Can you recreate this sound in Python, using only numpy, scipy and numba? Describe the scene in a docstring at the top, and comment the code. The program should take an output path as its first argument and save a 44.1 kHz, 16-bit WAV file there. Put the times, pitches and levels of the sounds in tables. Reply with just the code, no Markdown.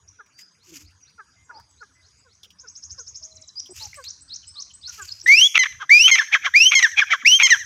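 """Soft clucks come first, from a game bird on the dry ground of a farm yard, while a songbird chirps and trills
in the trees, feet scuff the dust, grit ticks and rattles and a cow grunts. Then a second game bird gives rising
whistles, near sines through a windpipe, and the first answers with rasps, pulses ringing a throat and mouth,
and short falling notes, harmonics with lines between. Wind rumbles on the microphone over a patchy yard hiss
and a far chorus of small birds, both shaped noise; trees and a wall send the birds back."""
import sys
import numpy as np
from scipy import signal
from scipy.fft import rfft, irfft
from scipy.io import wavfile
from scipy.ndimage import uniform_filter1d
from numba import njit

SR = 44100
rng = np.random.default_rng(int(sys.argv[2]) if len(sys.argv) > 2 else 0)


def ratio(d):
    """dB to gain"""
    e = np.asarray(d, float) / 20
    return 10 ** e


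def to_wav(s):
    """Save 16-bit WAV."""
    ch = np.atleast_2d(s).T  # columns
    pcm = np.round(np.clip(ch, -1, 1) * 32767)  # PCM
    wavfile.write(sys.argv[1], SR, pcm.astype(np.int16))


N = 337365
TIME = np.arange(N) / SR


def rms_one(x):
    """Scale to rms 1."""
    return x / np.sqrt(np.mean(x ** 2) + 1e-20)


def band(x, low_hz, high_hz, order=2):
    """Butterworth band-pass."""
    return signal.sosfilt(signal.butter(order, [low_hz, min(high_hz, .45 * SR)], "band", fs=SR, output="sos"), x)


def drift(rate_hz):
    """Smooth chance, rms 1: white noise through two equal low-pass poles, with a second to settle."""
    r = np.exp(-2 * np.pi * rate_hz / SR)
    return rms_one(signal.lfilter([1], [1, -2 * r, r * r], rng.standard_normal(N + SR))[SR:])


def played(calls, fade_ms):
    """All calls on one time line: a gate with soft edges, then the columns."""
    s, *columns = np.concatenate(calls).T
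    gate = 0
    for call in calls:
        inside_s = np.minimum(TIME - call[0][0], call[-1][0] - TIME)
        gate = gate + np.clip(inside_s * 1000 / fade_ms + .5, 0, 1)
    return [np.minimum(gate, 1) ** 2] + [np.interp(TIME, s, column) for column in columns]


def shaped(kinds, levels_count):
    """Rows become curves: time and glide follow the shape, its first columns add to the level, the rest pass on."""
    calls = []
    for rows, shape in kinds:
        for s, length, from_hz, to_hz, level_db, voice in rows:
            call = []
            for at, glide, *more in shape:
                hz = from_hz + glide * (to_hz - from_hz)
                levels = np.add(level_db, more[:levels_count])
                call.append([s + at * length, hz, *levels, *more[levels_count:], voice])
            calls.append(call)
    return sorted(calls)


def swell(start_s, peak_s, end_s, peak_db, edge_db):
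    """Rise to a peak and fall again, straight in dB."""
    return [(start_s, peak_db + edge_db), (peak_s, peak_db), (end_s, peak_db + edge_db)]


def coloured(x, points):
    """Give x the spectrum of the table, straight in dB over log frequency; rms 1."""
    hz = np.maximum(np.arange(N // 2 + 1) * SR / N, 1)
    at, level_db = np.transpose(points)
    return rms_one(irfft(rfft(x) * ratio(np.interp(np.log(hz), np.log(at), level_db)), N))


def resonate(x, modes):
    """Resonances in parallel, each passed twice for steep skirts, signs alternating."""
    out = 0
    for k, (hz, width_hz, level_db) in enumerate(modes):
        r = np.exp(-np.pi * width_hz / SR)
        b = (1 - r * r) / 2 * np.array([1, 0, -1])
        a = [1, -2 * r * np.cos(2 * np.pi * hz / SR), r * r]
        ring = signal.lfilter(b, a, signal.lfilter(b, a, x + 1e-18))
        out = out + (-1) ** k * ratio(level_db) * ring
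    return out


@njit
def moving_resonance(x, turn, r):
    """A resonance whose centre (radians per sample) moves."""
    y = np.zeros(len(x))
    for i in range(2, len(x)):
        y[i] = (1 - r * r) / 2 * (x[i] - x[i - 2]) + 2 * r * np.cos(turn[i]) * y[i - 1] - r * r * y[i - 2]
    return y


def evened(x, ms):
    """Divide out the running rms."""
    return x / np.sqrt(uniform_filter1d(x ** 2, int(ms * SR / 1000)) + 1e-12)


def whistles():
    """A near sine with breath around it glides up through the dips of the windpipe."""
    # Rising whistles, a list of points each. Each row: time in seconds, pitch in Hz, effort in dB.
    calls = [
        [(5.262, 1863, -6.5), (5.273, 1930, -6.5), (5.3, 2132, -5), (5.338, 2320, -6), (5.375, 2640, -10),
         (5.408, 2933, -2.5), (5.445, 3295, -10), (5.475, 3422, -12.5)],
        [(5.894, 1800, -8), (5.903, 2032, -7.5), (5.918, 2246, -3.5), (5.945, 2392, -5), (5.98, 2468, -5),
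         (6.002, 2635, -8), (6.033, 2930, -4.5), (6.065, 3090, -4.5), (6.1, 3320, -29)],
        [(6.539, 1782, -8), (6.546, 2032, -8.5), (6.567, 2398, -5.5), (6.595, 2530, -7), (6.628, 2777, -6.5),
         (6.668, 3050, -4), (6.69, 3184, -16.5), (6.707, 3200, -34)],
        [(7.249, 1794, -12.5), (7.256, 2097, -10), (7.272, 2571, -3), (7.285, 2812, -7), (7.31, 2925, -0.5),
         (7.345, 3152, -9), (7.362, 3200, -11.5), (7.386, 3130, -26)],
    ]
    # The second harmonic follows the pitch. Each row: pitch in Hz, level in dB.
    second_harmonic = [(1780, -21), (2030, -55), (2350, -18.5), (2480, -25.5), (2650, -19), (2900, -16),
                       (3100, -28), (3250, -24.5), (3430, -34.5)]
    # Side branches of the windpipe. Each row: centre in Hz, width in Hz, gain at the centre in dB.
    throat_dips = [(2530, 155, -36), (2907, 286, -23.5), (1930, 254, -17.5)]
    # Higher harmonics. 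Each row: multiple of the pitch, sine peak in dB against the effort.
    high_harmonics = [(3, -33.5), (4, -42.5)]
    gate, pitch, effort_db = played(calls, fade_ms=5.2)
    second_db = np.interp(pitch, *np.transpose(second_harmonic))
    phase = 2 * np.pi * np.cumsum(pitch * (1 + 0.00093 * drift(180))) / SR
    tone = gate * ratio(effort_db + .5 * drift(90)) * np.sqrt(2) * np.sin(phase)
    for hz, width_hz, dip_db in throat_dips:
        w, g = 2 * np.pi * hz / SR, np.pi * width_hz / SR
        b = [1 + g * ratio(dip_db), -2 * np.cos(w), 1 - g * ratio(dip_db)]
        tone = signal.lfilter(b, [1 + g, -2 * np.cos(w), 1 - g], tone + 1e-18)
    over = ratio(second_db) * np.sqrt(2) * np.sin(2 * phase)
    for k, level_db in high_harmonics:
        over += ratio(effort_db + level_db + 3 * drift(40)) * np.sin(k * phase)
    breath_db = effort_db - 26.0 + 2.3 * drift(25)
    breath_modes = [(6040, 700, 16.5), (2640, 5400, 5), (12270, 1900, 1)]   # (Hz, width Hz, dB)
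    breath = ratio(breath_db) * rms_one(resonate(band(rng.standard_normal(N), 670, 17000), breath_modes))
    breath_gate = signal.lfilter([.004], [1, -.996], gate)   # the breath comes and goes a little late
    return tone + gate * over + breath_gate * breath


def notes():
    """Clean harmonics; every second cycle differs, which adds lines at odd halves of the pitch."""
    # Notes that stay near one pitch, then notes that drop. Each row: start in seconds, length in seconds,
    # pitch in Hz at glide 0, pitch in Hz at glide 1, level in dB, half-pitch strength in dB.
    held_notes = [(5.59, .048, 2085, 1830, -13.5, -13), (6.113, .045, 2150, 1900, -10, -9),
                  (6.751, .047, 2185, 1910, -11.5, -6), (7.43, .044, 2180, 1890, -13, 0)]
    falling_notes = [(6.187, 0.022, 1880, 1615, -12, -21), (6.825, .041, 2050, 1518, -9, -18.5),
                     (7.014, 0.02, 1838, 1398, -12.5, -29), (7.502, 0.047, 2103, 1550, -7.5, -15.5)]
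    # Course of a note. Each row: share of length, share of the glide, then in dB against the note's level:
    # fundamental, half-pitch lines before their strength is added, second harmonic, third harmonic.
    held_shape = [(0, 0, 0, -5, -12, 0), (.2, .07, 0, -3, -15, -3), (.5, .2, -2, -3, -19, -8),
                  (.85, .4, -3, -3, -17, -7), (1, 1, -7, -5, -10, -6)]
    falling_shape = [(0, 0.0075, -8.5, -1, -16, 3), (0.549, .45, 1.8, -5, -20.5, -4.5),
                     (1.001, 1, -12, -21, -18, -52)]
    # Lines between the harmonics. Each row: multiple of the pitch, level in dB against the half-pitch curve.
    half_lines = [(.5, -26.5), (1.5, 0), (2.5, -8), (3.5, -21)]
    calls = shaped([(held_notes, held_shape), (falling_notes, falling_shape)], levels_count=4)
    gate, pitch, first_db, half_db, second_db, third_db, uneven_db = played(calls, fade_ms=6.0)
    third_db = third_db + 0.64 * uneven_db   # the third harmonic shares in the half-pitch strength
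    phase = 2 * np.pi * np.cumsum(pitch * (1 + 0.0034 * drift(210))) / SR
    harmonics_db = [first_db, second_db, third_db, third_db - 24, third_db - 32, third_db - 29.0]
    out = 0
    for k, level_db in enumerate(harmonics_db, 1):
        waver_db = min(k - 1, 1) * 2.1 * drift(90)   # none on the fundamental
        out = out + ratio(level_db + waver_db) * np.sin(k * phase + k * k)
    for k, level_db in half_lines:
        out += ratio(half_db + uneven_db + level_db + 2 * drift(60)) * np.sin(k * phase + k * k)
    return gate * np.sqrt(2) * out


def rasps():
    """Uneven pulses of changing rate, each with a puff of noise, ring the throat and the moving mouth."""
    # Rasps into a note, between two notes, after a note, and barks, most of them alone and one running into
    # a falling note. Each row: start in seconds, length in seconds, mouth resonance in Hz at glide 0,
    # in Hz at glide 1, level in dB, base pulses per second.
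    leading_rasps = [(5.542, 0.04, 2690, 2000, -12, 496), (6.07, 0.036, 2570, 2150, -15.5, 620),
                     (6.708, 0.038, 2400, 2200, -14.5, 560), (7.388, 0.041, 2450, 2250, -13, 720)]
    linking_rasps = [(6.153, 0.037, 1970, 2470, -12.5, 620.6), (6.794, .036, 1970, 2220, -15.5, 640),
                     (7.47, 0.033, 2050, 2430, -16.5, 567)]
    trailing_rasps = [(5.634, 0.019, 1990, 2140, -12, 615), (5.656, .018, 1700, 2096, -14.5, 596),
                      (6.208, .032, 1560, 1900, -16.5, 563), (6.862, .022, 1590, 1700, -18.5, 568.6),
                      (7.03, .017, 1440, 1760, -17.5, 523), (7.544, 0.031, 1593, 1700, -19, 546.6)]
    barks = [(5.79, .064, 1506, 1187, -31, 549.7), (6.31, 0.069, 2526, 1534, -13, 827.7),
             (6.43, .065, 2060, 1350, -19.5, 751.5), (6.96, .062, 2298, 2195, -12.5, 842.5),
             (7.09, .075, 2300, 1400, -15, 795.6)]
    # Course of each kind. 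Each row: share of length, share of the glide, dB against the level,
    # pulse rate as a share of the base, roughness from 0 to 1.
    leading_shape = [(0, 0.82, -22, 0.92, .6), (0.332, 0.01, 2.8, 1.05, .6), (0.651, .5, -3.5, 1.2, .6),
                     (1, 0.79, 4, 1.35, .6)]
    linking_shape = [(0, 0, -0.5, 1, .8), (0.652, 1, -14.5, 1.4, .8), (1.002, .15, 6.5, 1.25, .8)]
    trailing_shape = [(0, 0, -4, 1, .45), (0.351, 0, -7, 0.87, .45), (1, 1, -19, .85, .45)]
    bark_shape = [(0, 0.88, -32.5, 0.96, .4), (0.248, 0.46, -5.5, 0.98, .27),
                  (0.472, 0.13, 2.7, 0.96, 0.25), (.6, 0.93, 2, .76, 0.31), (.83, 1, -9, .67, .22),
                  (0.999, 0.94, -21, .62, 0.33)]
    # Fixed throat resonances. Each row: centre in Hz, width of one pass in Hz, gain in dB.
    throat = [(3200, 360, -10), (5900, 1240, -26), (1350, 550, -14.5), (410, 170, -38.5),
              (12800, 2500, -48.5)]
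    kinds = [(leading_rasps, leading_shape), (linking_rasps, linking_shape),
             (trailing_rasps, trailing_shape), (barks, bark_shape)]
    gate, mouth_hz, level_db, share, rough, per_s = played(shaped(kinds, levels_count=1), fade_ms=5.6)
    rough = np.clip(rough, 0, 1)
    cycles = np.cumsum(per_s * share * (1 + .22 * rough * drift(300))) / SR
    pulses = np.diff(np.floor(cycles), prepend=0) * ratio(6 * rough * drift(400))
    puff_decay = np.exp(-3 * (cycles % 1))
    puffs = rough * .09 * rng.standard_normal(N) * puff_decay * ratio(5 * drift(200))
    source = pulses + puffs
    turn = 2 * np.pi * mouth_hz / SR
    mouth = moving_resonance(moving_resonance(source, turn, 0.97), turn, 0.97)
    voice = band(mouth + resonate(source, throat), 320, 16000)
    return gate * ratio(level_db) * evened(voice, ms=10)


def clucks():
    """Steady pulses of falling pitch, harmonics 2 to 6 of a tone, through a nearly closed beak."""
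    # Soft clucks. Each row: start in seconds, length in seconds, first pitch in Hz, level in dB,
    # fundamental in dB.
    rows = [(0.187, 0.045, 497, -40.5, -62.5), (1.179, 0.058, 476, -39, -64),
            (1.492, 0.037, 508, -37.5, -65), (1.806, 0.05, 502, -39, -59.5), (2.246, 0.066, 552, -58, -64),
            (2.632, 0.051, 536, -48.5, -59.5), (2.978, .053, 554, -47, -55), (3.97, 0.062, 620, -40.5, -47),
            (4.978, 0.082, 448, -36, -58)]
    # Course of a cluck. Each row: share of length, pitch as a share of the first, dB against the level.
    shape = [(0, 1, -16.5), (.3, .92, -0.5), (.55, .83, -3.8), (1, .78, -28.5)]
    # Beak resonances. Each row: centre in Hz, width of one pass in Hz, gain in dB.
    throat = [(1456, 127, 11.5), (1067, 142, 1.5)]
    calls = []
    for s, length, hz, level_db, first_db in rows:
        # the fundamental follows half the rise and fall in dB
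        calls.append([(s + at * length, hz * share, level_db + db, first_db + db / 2) for at, share, db in shape])
    gate, pitch, level_db, first_db = played(calls, fade_ms=6.0)
    phase = 2 * np.pi * np.cumsum(pitch * (1 + 0.0076 * drift(195))) / SR
    stack = resonate(sum(np.cos(k * phase) for k in range(2, 7)), throat)
    fundamental = np.sqrt(2) * np.sin(phase)
    return gate * (ratio(level_db) * evened(stack, ms=2.8) + ratio(first_db) * fundamental)


def add(out, start_s, stroke, buzz, flutter, edge_ms):
    """One sine stroke along (ms, Hz, dB) points, its amplitude shaken by the flutter."""
    ms, hz, level_db = np.transpose(stroke)
    t = np.arange(ms[0], ms[-1], 1000 / SR)
    i = int((start_s + ms[0] / 1000) * SR) + np.arange(len(t))
    edges = np.clip(np.minimum(t - ms[0], ms[-1] - t) / edge_ms, 0, 1)
    phase = 2 * np.pi * np.cumsum(np.interp(t, ms, hz)) / SR
    out[i] += edges * ratio(np.interp(t, ms, level_db)) * (1 + buzz * flutter[i]) * np.sin(phase)


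def songbird_and_other_tones():
    """A songbird's syllables, single chirps, other tones and soft low thumps: gliding, fluttering sines."""
    # Songbird syllables, each a run of strokes. Each row of a stroke: time in ms from the syllable's time,
    # pitch in Hz, dB against the syllable's level.
    phrase = [
        [(-20, 4400, -24), (-10, 4750, -16), (0, 5300, -21)],
        [(-4, 3500, -20), (8, 3900, -8), (35, 4400, -3), (43, 5300, -2), (49, 6400, -6), (56, 5000, -8)],
        [(59, 7200, -12), (64, 6000, 3), (68, 5200, -4)],
    ]
    trill = [
        [(-2.5, 5330, -17), (9, 5160, -6.5), (13, 5700, -1.5), (22, 6600, -10.5), (26, 6400, -3.5),
         (38, 6600, -17)],
    ]
    high_note = [
        [(-2, 7500, -2), (5, 7850, 6), (15, 8150, 8), (28, 8200, 0)],
    ]
    # When each syllable is sung. Each row: time in seconds, level in dB.
    phrases = [(0.598, -52.5), (1.774, -49), (2.023, -51), (2.289, -52.5), (3.793, -31.5), (4.044, -30.5),
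               (4.299, -30), (4.56, -30), (4.833, -30)]
    trills = [(2.588, -39), (2.673, -36), (2.751, -34.5), (2.826, -32.5), (2.899, -31.5), (2.981, -30.5),
              (3.067, -32.5), (3.147, -31.5), (3.226, -30.5)]
    high_notes = [(3.705, -48.5), (3.955, -49), (4.211, -51), (4.471, -46.5), (4.738, -48.5),
                  (5.232, -50.5)]
    # Single strokes: clear chirps, buzzing chirps, then other tones and soft low thumps of unknown source.
    # Each row: start in seconds, length in ms, pitch from in Hz, pitch to in Hz, level in the middle in dB.
    chirps = [(0.328, 120, 4540, 5080, -45), (1.02, 22, 5780, 5820, -45), (1.435, 30, 7760, 7500, -58),
              (1.54, 40, 4200, 5110, -43.5), (1.69, 25, 7850, 7800, -56), (1.925, 37, 7800, 7720, -60),
              (2.178, 31, 7630, 7730, -55), (2.708, 40, 8050, 7750, -61), (3.309, 21, 4230, 4030, -48),
              (3.37, 16, 4050, 4010, -49), (3.432, 16, 3860, 4010, -49), (3.489, 15.5, 3970, 4030, -44.5),
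              (3.555, 38, 4720, 5110, -30.5), (5.013, 20, 8500, 6500, -34), (5.1, 19, 3830, 4650, -37)]
    buzzing_chirps = [(0.076, 17, 5170, 6080, -42), (0.839, 48, 3720, 5100, -53),
                      (1.0, 45, 5070, 6050, -76), (1.059, 42, 3430, 4960, -53),
                      (3.352, 21, 8100, 5300, -44.5), (3.411, 16, 8600, 5030, -43.5),
                      (3.472, 20.5, 8150, 5060, -42.5), (3.594, 9.3, 6060, 5440, -26),
                      (4.426, 21, 3130, 2960, -50.5), (4.45, 67, 5000, 5287, -48.5),
                      (4.697, 20, 3150, 3010, -49), (5.076, 20.3, 5070, 4220, -35.5),
                      (5.116, 11.5, 5020, 5040, -27), (5.198, 5.5, 5900, 5130, -36.5),
                      (5.211, 6.3, 6170, 5430, -33)]
    other_tones = [(1.36, 85, 2080, 2090, -57.5), (1.492, 96, 1037, 797, -44), (1.55, 56, 837, 960, -43),
                   (1.95, 64, 2010, 2040, -58), (3.21, 237, 638, 631, -61), (3.69, 40, 377, 356, -43),
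                   (3.752, 19, 3040, 2200, -52), (3.805, 71, 909, 806, -46.5),
                   (3.93, 5.55, 2130, 2160, -29.5), (4.551, 66, 1222, 1110, -54.5),
                   (4.876, 38, 1490, 1390, -45.5), (5.237, 23, 366, 317, -52),
                   (7.231, 20, 252.5, 233.2, -45.5)]
    # each row: strokes, flutter from 0 to 1, start and end in dB against the middle, soft edges in ms
    stroke_kinds = [(chirps, 0.097, -14, 1.1, 1.2),
                    (buzzing_chirps, 0.47, -14, 2.6, 0.24),
                    (other_tones, 0.31, -1.5, 0, 4.6)]
    out = np.zeros(N)
    flutter = rms_one(band(rng.standard_normal(N), 73, 457))
    for syllable, times, buzz in [(phrase, phrases, .3), (trill, trills, .65), (high_note, high_notes, .45)]:
        for s, level_db in times:
            for stroke in syllable:
                add(out, s, np.array(stroke) + [0, 0, level_db], buzz, flutter, edge_ms=0.2)
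    for rows, buzz, start_db, end_db, edge_ms in stroke_kinds:
        for s, ms, from_hz, to_hz, peak_db in rows:
            stroke = [(0, from_hz, peak_db + start_db),
                      (ms / 2, (from_hz + to_hz) / 2, peak_db),
                      (ms, to_hz, peak_db + end_db)]
            add(out, s, stroke, buzz, flutter, edge_ms)
    return out


def scuffs():
    """Feet in the dust: grains of grit in clumps, and ticks, decaying noise that rattles and rings briefly."""
    # Scuffs. Each row: start, peak and end in seconds, level at the peak in dB.
    rows = [(0.375, 0.392, 0.44, -42), (0.624, 0.767, 0.86, -41.5), (3.73, 3.763, 4.04, -42),
            (3.86, 3.943, 4.07, -25), (4.872, 4.928, 5.35, -41.5)]
    # Spectrum of the grit. Each row: frequency in Hz, relative density in dB per Hz.
    grit = [(590, -35), (1000, -13.5), (1880, -7.5), (2710, 1.5), (4010, -11), (4760, 1.5), (6870, 4.5),
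            (8940, -16.5), (13100, -8), (15500, -20)]
    # Ticks and small rattles in the grit. Each row: time in seconds, strength in dB, ring in Hz.
    ticks = [(0.262, -40, 2300), (0.3891, -28, 2030), (0.452, -50, 2000), (0.769, -34, 2750),
             (0.79, -48, 2800), (0.907, -42.5, 2800), (1.005, -49, 2600), (1.101, -43, 2600),
             (1.275, -65, 2200), (1.5978, -32, 1130), (3.635, -42, 3200), (3.659, -27, 3200),
             (3.672, -40, 3080), (1.71, -42, 7560), (2.432, -24.5, 3430), (2.444, -26.5, 3060),
             (2.5048, -30.5, 2990), (3.8236, -18.5, 4400), (3.9429, -22.5, 2300)]
    gate, level_db = played([swell(*row, edge_db=-21.5) for row in rows], fade_ms=17.0)
    grain_db = 2.5 * np.minimum(rng.exponential(1, N), 4)
    clump_db = 1.2 * drift(160) + 3.2 * drift(36.0)
    grains = rng.standard_normal(N) * ratio(grain_db + clump_db)
    out = gate * ratio(level_db) * coloured(grains, grit)
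    t = np.arange(int(.03 * SR)) / SR
    for (s, strength_db, hz), crack in zip(ticks, rng.standard_normal((len(ticks), len(t)))):
        rattle = crack * np.exp(-t / 0.0094) * (1 + 0.58 * np.cos(2 * np.pi * 330 * t))
        ring = resonate(rattle, [(hz, 700, 0), (5400, 1500, -6)])
        out[int(s * SR):][:len(t)] += ratio(strength_db) * (0.63 * ring + 0.028 * rattle)
    return out


def cow():
    """A short rough grunt with a strong second harmonic, its pitch falling as it settles."""
    start_s, peak_s, end_s, settled_hz = 0.66, .714, .9, 145
    gate, level_db = played([swell(start_s, peak_s, end_s, peak_db=-52.5, edge_db=-22)], fade_ms=30.0)
    settle = 1 + .5 * np.exp(-np.maximum(TIME - start_s, 0) / 0.0302)   # half as high again at the start
    phase = 2 * np.pi * np.cumsum(settled_hz * settle * (1 + .05 * drift(30))) / SR
    rough_level = ratio(level_db + 4.0 * drift(44))
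    harmonics_db = [-6.0, 4.5, -15, -29]
    return gate * rough_level * sum(ratio(db) * np.sin(k * phase) for k, db in enumerate(harmonics_db, 1))


def background():
    """Lumpy wind on the microphone, patchy yard hiss and a far chorus of small birds, all filtered noise."""
    # Level of the low rumble. Each row: time in seconds, level in dB before the lumps.
    rumble_level = [(0.0, -62.5), (0.47, -77), (0.87, -57.5), (1.09, -70), (2.77, -66), (2.83, -55),
                    (3.6, -68), (3.77, -57.5), (4.5, -66), (5.05, -55.5), (5.62, -86), (5.75, -51),
                    (5.9, -90), (6.52, -59), (6.86, -97), (6.92, -62), (7.41, -82), (7.65, -56)]
    # Spectrum of the yard hiss. Each row: frequency in Hz, relative density in dB per Hz.
    yard_colour = [(76, -66.5), (130, 8.5), (657, -6.5), (1300, 1.5), (3980, -9), (4860, -20.5),
                   (5930, -1.5), (6560, -52), (7250, -39), (7850, -15), (15500, -28.5)]
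    yard_db, chorus_db = -67, -66.5
    lumps_db = 3.7 * drift(7)
    rumble = rms_one(band(band(rng.standard_normal(N), 65, 102.7), 40, 260))
    wind = ratio(played([rumble_level], fade_ms=1.0)[1] + lumps_db) * rumble
    hiss = coloured(rng.standard_normal(N), yard_colour)
    edges = np.geomspace(100, 10500, num=12)   # each band of the hiss drifts by itself
    yard = sum(ratio(2.5 * drift(14)) * band(hiss, low, high) for low, high in zip(edges, edges[1:]))
    # each row: centre in Hz, width of one pass in Hz, gain in dB
    voices = [(4900, 430, -2), (5780, 270, -1), (6400, 250, 1), (6750, 350, 2), (7740, 78, -9)]
    chorus = sum(ratio(6 * drift(5)) * resonate(rng.standard_normal(N), [voice]) for voice in voices)
    return wind + ratio(yard_db) * rms_one(yard) + ratio(chorus_db) * rms_one(chorus)


def trees(x, low_hz, high_hz):
    """Scattered sound from trunks and leaves: a dying noise tail."""
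    t60_s, rise_s = 0.52, 0.00071
    t = np.arange(int(.7 * SR)) / SR
    noise = band(rng.standard_normal(len(t)), low_hz, high_hz)
    tail = noise * ratio(-60 * t / t60_s) * np.minimum(t / rise_s, 1)
    return signal.fftconvolve(x, tail / np.sqrt(np.sum(tail ** 2)))[:N]


def scene():
    """Near birds are mostly dry, the answering one with a wall echo; songbird and other tones are far and wet."""
    # What the trees send back best. Each row: centre in Hz, width of one pass in Hz, gain in dB.
    yard_echo_colour = [(1760, 870, 1.5), (5900, 3000, 0), (13070, 4000, 36)]
    wall_echo_s, treble_edge_hz, treble_db = .09, 7230, -6
    whistler = whistles()
    answer = notes() + rasps() + clucks()
    far = songbird_and_other_tones()   # the tones of unknown source are placed with the far sounds
    near = whistler + answer
    lag = int(wall_echo_s * SR)
    # the whistler faces away from the wall
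    echo = ratio(-24.0) * band(np.concatenate([np.zeros(lag), answer[:-lag]]), 850, 7000)
    birds = near + echo + ratio(-25.5) * trees(resonate(near, yard_echo_colour), 660, 7300)
    screened_db = np.interp(TIME, [2.35, 2.55], [-4, 0])   # at first the singer sits behind leaves
    birds += ratio(screened_db) * far + ratio(-10.5) * trees(far, 1800, 15300)
    # the microphone hears the birds dull above the treble edge
    dull = band(birds, 170, treble_edge_hz, order=5)
    birds = dull + ratio(treble_db) * band(birds, treble_edge_hz, 25000, order=3)
    return (birds + scuffs() + cow() + background())[None]


def roll_off(x):
    """The treble ends steeply here."""
    return signal.sosfilt(signal.butter(12, 15760, fs=SR, output="sos"), x)


def record(dry):
    """Peaks over a knee at 0.7 are rounded off."""
    over = np.maximum(np.abs(dry) - .7, 0)
    mix = dry - np.sign(dry) * (over - 0.29 * np.tanh(over / 0.22))   # none passes 0.99
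    return roll_off(mix)


dry = scene()
out = record(dry)
to_wav(out)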